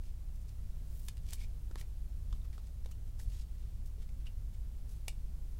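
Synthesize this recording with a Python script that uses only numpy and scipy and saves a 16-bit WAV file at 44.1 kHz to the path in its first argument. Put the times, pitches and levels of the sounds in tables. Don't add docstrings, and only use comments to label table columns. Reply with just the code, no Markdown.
import sys
import numpy as np
from scipy import signal
from scipy.fft import rfft, irfft, next_fast_len
from scipy.io import wavfile
from scipy.ndimage import uniform_filter1d

SR = 44100
rng = np.random.default_rng(int(sys.argv[2]) if len(sys.argv) > 2 else 0)


def to_wav(sig):
    pcm = np.clip(np.atleast_2d(sig), -1, 1) * 32767
    pcm = np.round(pcm).astype(np.int16)
    wavfile.write(sys.argv[1], SR, pcm.T)


def boost(x):
    u = np.asarray(x, float) / 20
    return 10 ** u


N = 246871

# time in seconds, peak level in dB,
# card ring in Hz, film crack in dB relative to the card.
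EDGE_SLIPS = [(0.036, -60, 2480, -1), (0.4915, -56.5, 4500, 1), (1.0838, -37, 3770, 1.5),
              (1.0858, -44.5, 2160, 3), (1.1692, -54, 2760, 2), (1.1786, -53, 4130, -4),
              (1.3226, -46, 2530, -5), (1.3323, -41.5, 3870, 8.5), (1.444, -54, 2330, -9),
              (1.8115, -41.5, 1960, -14), (2.307, -58, 3220, -10), (2.3263, -44.5, 3350, -25),
              (2.45, -61, 1190, -10), (2.5286, -54, 2110, -10), (2.67, -62, 2140, -2),
              (2.846, -53, 1910, -15), (2.9132, -53, 1300, 0), (3.197, -46, 1880, -2),
              (3.86, -66, 4740, 11), (4.09, -56, 2300, -13), (4.2667, -55, 1420, -12),
              (4.271, -54, 2850, -11), (4.892, -64, 4590, 8.5), (5.0812, -33, 2360, 2)]
# time in seconds, peak level in dB, card ring in Hz, film crack in dB.
CARD_TAPS = [
    (1.7116, -52, 1380, -7),
    (1.826, -53.5, 2150, -8),
    (2.5796, -52, 1200, -18),
    (2.859, -52, 3470, 1),
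    (3.192, -55, 5630, 3),
]
# time in seconds, peak level in dB, card ring in Hz, film crack in dB.
CORNER_KNOCKS = [
    (1.3075, -61.5, 7500, 22),
    (1.3285, -42.5, 4300, 3),
    (1.7571, -37.5, 1800, -8),
    (2.89, -57, 3580, -7),
    (5.0768, -55, 3500, -11),
    (5.0808, -39.5, 2620, -18),
]
# start, strongest and end in seconds,
# level in dB, centre in Hz.
STROKES = [(0, .06, .15, -71.5, 3980), (0.815, 1.08, 1.09, -62, 11000), (1.205, 1.284, 1.30, -68, 4900),
           (1.276, 1.303, 1.33, -58, 4250), (1.367, 1.424, 1.46, -59.5, 3950),
           (1.774, 1.787, 1.81, -56, 3650), (1.784, 1.818, 1.818, -57, 7500),
           (2.61, 2.672, 2.70, -71, 4930), (3.05, 3.08, 3.12, -75, 5000), (3.179, 3.2, 3.29, -63, 6650),
           (3.264, 3.345, 3.44, -64, 4140), (3.35, 3.405, 3.45, -64, 4250), (3.43, 3.597, 3.82, -74, 3300),
           (3.97, 4.017, 4.06, -72.5, 3230), (4.87, 4.905, 5.0, -67, 6900)]
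# start in seconds, length in seconds, level in dB, centre in Hz.
GRIP_RUBS = [(.343, 0.035, -70, 7500), (.40, .04, -71, 7000), (.472, .04, -69, 5500),
             (1.325, 0.042, -56, 8500), (2.33, 0.066, -73, 3800), (2.438, .03, -70.5, 2500),
             (2.52, 0.052, -68, 3000), (2.565, 0.046, -70.5, 4200), (2.859, 0.0059, -57, 2380),
             (2.905, 0.026, -64.5, 5500), (3.85, 0.035, -65, 6900), (4.012, 0.028, -64.5, 3080),
             (4.195, .04, -72, 2500), (4.255, 0.033, -62, 2150), (4.53, 0.031, -67, 3580)]
# start in seconds, length in seconds, level in dB, mode in Hz.
MODE_RUBS = [(.565, .045, -77, 1300), (1.35, 0.066, -72, 2340), (1.395, 0.05, -63, 2250),
             (1.437, 0.019, -63, 2300), (2.3265, 0.0046, -51.5, 1160), (2.41, .02, -73, 3700),
             (2.447, .014, -68.5, 1220), (2.528, .017, -70, 2120), (2.574, 0.013, -68.5, 1224),
             (2.913, 0.019, -68, 2720), (4.266, 0.017, -56, 2800), (5.0808, 0.0064, -45.5, 2760),
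             (5.0808, 0.0067, -50, 2202), (2.859, 0.009, -65, 6300), (2.912, 0.01, -66, 6300),
             (3.197, 0.011, -61, 1880)]
# time in seconds, mode in Hz, level in dB, T60 in seconds.
TABLE_ROCKS = [
    (2.281, 25, -32, .25),
    (2.283, 46.5, -27.5, .5),
    (3.268, 92, -35, .09),
    (3.272, 42, -26.5, .25),
]
# time in seconds, mode in Hz, level in dB, T60 in seconds.
TOP_THUDS = [
    (1.7098, 326, -41, .015),
    (1.756, 328, -44.5, 0.013),
    (1.7575, 810, -47.5, 0.015),
    (2.333, 217, -54, .068),
    (2.859, 505, -43, 0.016),
    (3.98, 423, -55, 0.044),
]
# frequency in Hz, level in dB.
MOTOR_TONES = [(29.47, -44.1), (45.8, -53), (58.28, -47.1), (96.78, -58.6), (98.29, -64), (137.42, -67)]
# centre in Hz, width in Hz, level in dB.
ROOM_MODES = [(13.6, 13.5, -44), (49.5, 2.9, -50.5), (69, 2.8, -60), (85.1, 2.7, -54.5), (145.5, 3.2, -68)]
# frequency in Hz, level in dB per Hz.
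AIR_SPECTRUM = [(10, -71.5), (30, -70), (60, -74), (110, -78), (200, -86.5), (300, -99), (600, -103),
                (1000, -109), (1700, -112), (4000, -112), (9000, -113), (15000, -114)]
# delay in seconds, level in dB.
WALL_ECHOES = [(.0092, -14), (.019, -29)]
SHELF_DELAYS = np.array([0, 23, 51, 90])

STROKE_OCTAVES, RUB_OCTAVES, MODE_OCTAVES = 1.9, 1.8, 0.17
RUB_RISE_SHARE = 0.4
MOTOR_IN_STEP_S, MOTOR_WANDER_SHARE = 0.457, 0.0003
TAIL_T60_S, TAIL_DB = 0.14, -8
WALL_LO_HZ, WALL_TOP_HZ = 1290, 8900
TREBLE_TOP_HZ = 15850


def crest(x):
    return x / abs(x).max()


def unit(x):
    return x / np.sqrt(np.mean(x ** 2))


def bandpass(x, lo_hz, hi_hz, order=2):
    return signal.sosfilt(signal.butter(order, [lo_hz, hi_hz], "band", fs=SR, output="sos"), x)


def decay(t_s, t60_s):
    return np.exp(-np.log(1000) * t_s / t60_s)


def walk(rate_hz):
    hold = int(SR / rate_hz)
    steps = np.repeat(rng.standard_normal(N // hold + 1), hold)
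    return 1.2 * uniform_filter1d(uniform_filter1d(steps, hold), hold)[:N]


def contact(length_s, ring_hz, ring_share, thud_db, film_db):
    size = 2048
    fade = np.exp(-np.arange(size) / SR / length_s)
    spectrum = rfft(rng.standard_normal(size) * fade)
    even = irfft(spectrum / uniform_filter1d(abs(spectrum), size=30))
    burst = even * np.sqrt(fade * (1 - fade ** 3))
    edge = bandpass(burst, 1000, 6500)
    card = bandpass(burst, ring_hz / 1.2, ring_hz * 1.2)
    body = crest(edge) + ring_share * crest(card)
    thud = bandpass(burst, 350, 1400)
    film = bandpass(burst, 5000, 10500, order=1)
    return crest(body) + boost(thud_db) * crest(thud) + boost(film_db) * crest(film)


def ticks():
    out = np.zeros(N + 2048)
    # rows, table thud in dB, card ring share, burst length in seconds
    kinds = [(EDGE_SLIPS, -11, 0.35, 0.0031), (CARD_TAPS, 1, 0.54, 0.003), (CORNER_KNOCKS, -1.5, 0.45, 0.0007)]
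    for rows, thud_db, ring_share, length_s in kinds:
        for time_s, level_db, ring_hz, film_db in rows:
            i = int(time_s * SR)
            out[i:i + 2048] += boost(level_db) * contact(length_s, ring_hz, ring_share, thud_db, film_db)
    return out[:N]


def brief_strokes(rows, octaves):
    return [(start_s, start_s + RUB_RISE_SHARE * length_s, start_s + length_s, level_db, hz, octaves)
            for start_s, length_s, level_db, hz in rows]


def slides():
    out = np.zeros(N)
    slip_db = 2.3 * rng.exponential(size=N) + 2.6 * walk(300)
    slips = rng.standard_normal(N) * boost(slip_db)
    strokes = [(*row, STROKE_OCTAVES) for row in STROKES]
    strokes += brief_strokes(GRIP_RUBS, RUB_OCTAVES) + brief_strokes(MODE_RUBS, MODE_OCTAVES)
    for k, (start_s, peak_s, end_s, level_db, hz, octaves) in enumerate(strokes):
        i = np.arange(int(start_s * SR), int(end_s * SR))
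        pressure = np.interp(i / SR, [start_s, peak_s, end_s], [0, 1, 0]) ** 0.83
        spread = 2 ** (octaves / 2)
        order = 2 if octaves < 0.3 else 1
        grain = np.roll(slips, 997 * k)[i]
        rub = bandpass(grain, hz / spread, min(hz * spread, 0.45 * SR), order)
        out[i] += boost(level_db) * pressure * unit(rub)
    return out


def thumps():
    out = np.zeros(N)
    for time_s, hz, level_db, t60_s in TABLE_ROCKS + TOP_THUDS:
        t_s = np.clip(np.arange(N) / SR - time_s, 0, None)
        onset = 1 - np.exp(-t_s * hz * 3.9)
        out += boost(level_db) * onset * decay(t_s, t60_s) * np.sin(2 * np.pi * hz * t_s)
    return out


def motor():
    drift_s = np.cumsum(MOTOR_WANDER_SHARE * walk(2.2)) / SR
    t_s = np.arange(N) / SR - MOTOR_IN_STEP_S + drift_s
    return sum(np.sqrt(2) * boost(db) * np.sin(2 * np.pi * hz * t_s) for hz, db in MOTOR_TONES)


def air():
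    size = next_fast_len(N)
    hz = np.arange(size // 2 + 1) * SR / size + 0.0077
    knot_hz, knot_db = np.transpose(AIR_SPECTRUM)
    power = boost(np.interp(np.log(hz), np.log(knot_hz), knot_db)) ** 2
    for centre_hz, width_hz, db in ROOM_MODES:
        detuning = 2 * (hz - centre_hz) / width_hz
        power += boost(db) ** 2 * 2 / (np.pi * width_hz) / (1 + detuning ** 2) ** 1.26
    noise = irfft(rfft(rng.standard_normal(size)) * np.sqrt(power * SR / 2), size)[:N]
    return noise * boost(0.5 * walk(3.16))


def room(x):
    t_s = np.arange(int(0.3 * SR)) / SR
    tail = rng.standard_normal(len(t_s)) * decay(t_s, TAIL_T60_S) * (1 - np.exp(-t_s / 0.0017))
    response = boost(TAIL_DB) * tail / np.sqrt(np.sum(tail ** 2))
    for delay_s, db in WALL_ECHOES:
        response[int(delay_s * SR) + SHELF_DELAYS] += boost(db) * np.array([0.75, -0.5, 0.35, 0.25])
    reflected = signal.fftconvolve(x, response)[:N]
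    return x + bandpass(reflected, WALL_LO_HZ, WALL_TOP_HZ, order=1)


def scene():
    hands = room(ticks() + slides())
    return (hands + thumps() + motor() + air())[None]


def top_cut(x):
    return signal.sosfilt(signal.butter(12, 16750, fs=SR, output="sos"), x)


def record(dry):
    shelf = signal.ellip(8, 0.1, 24, TREBLE_TOP_HZ, fs=SR, output="sos")
    return top_cut(signal.sosfilt(shelf, dry))


dry = scene()
out = record(dry)
to_wav(out)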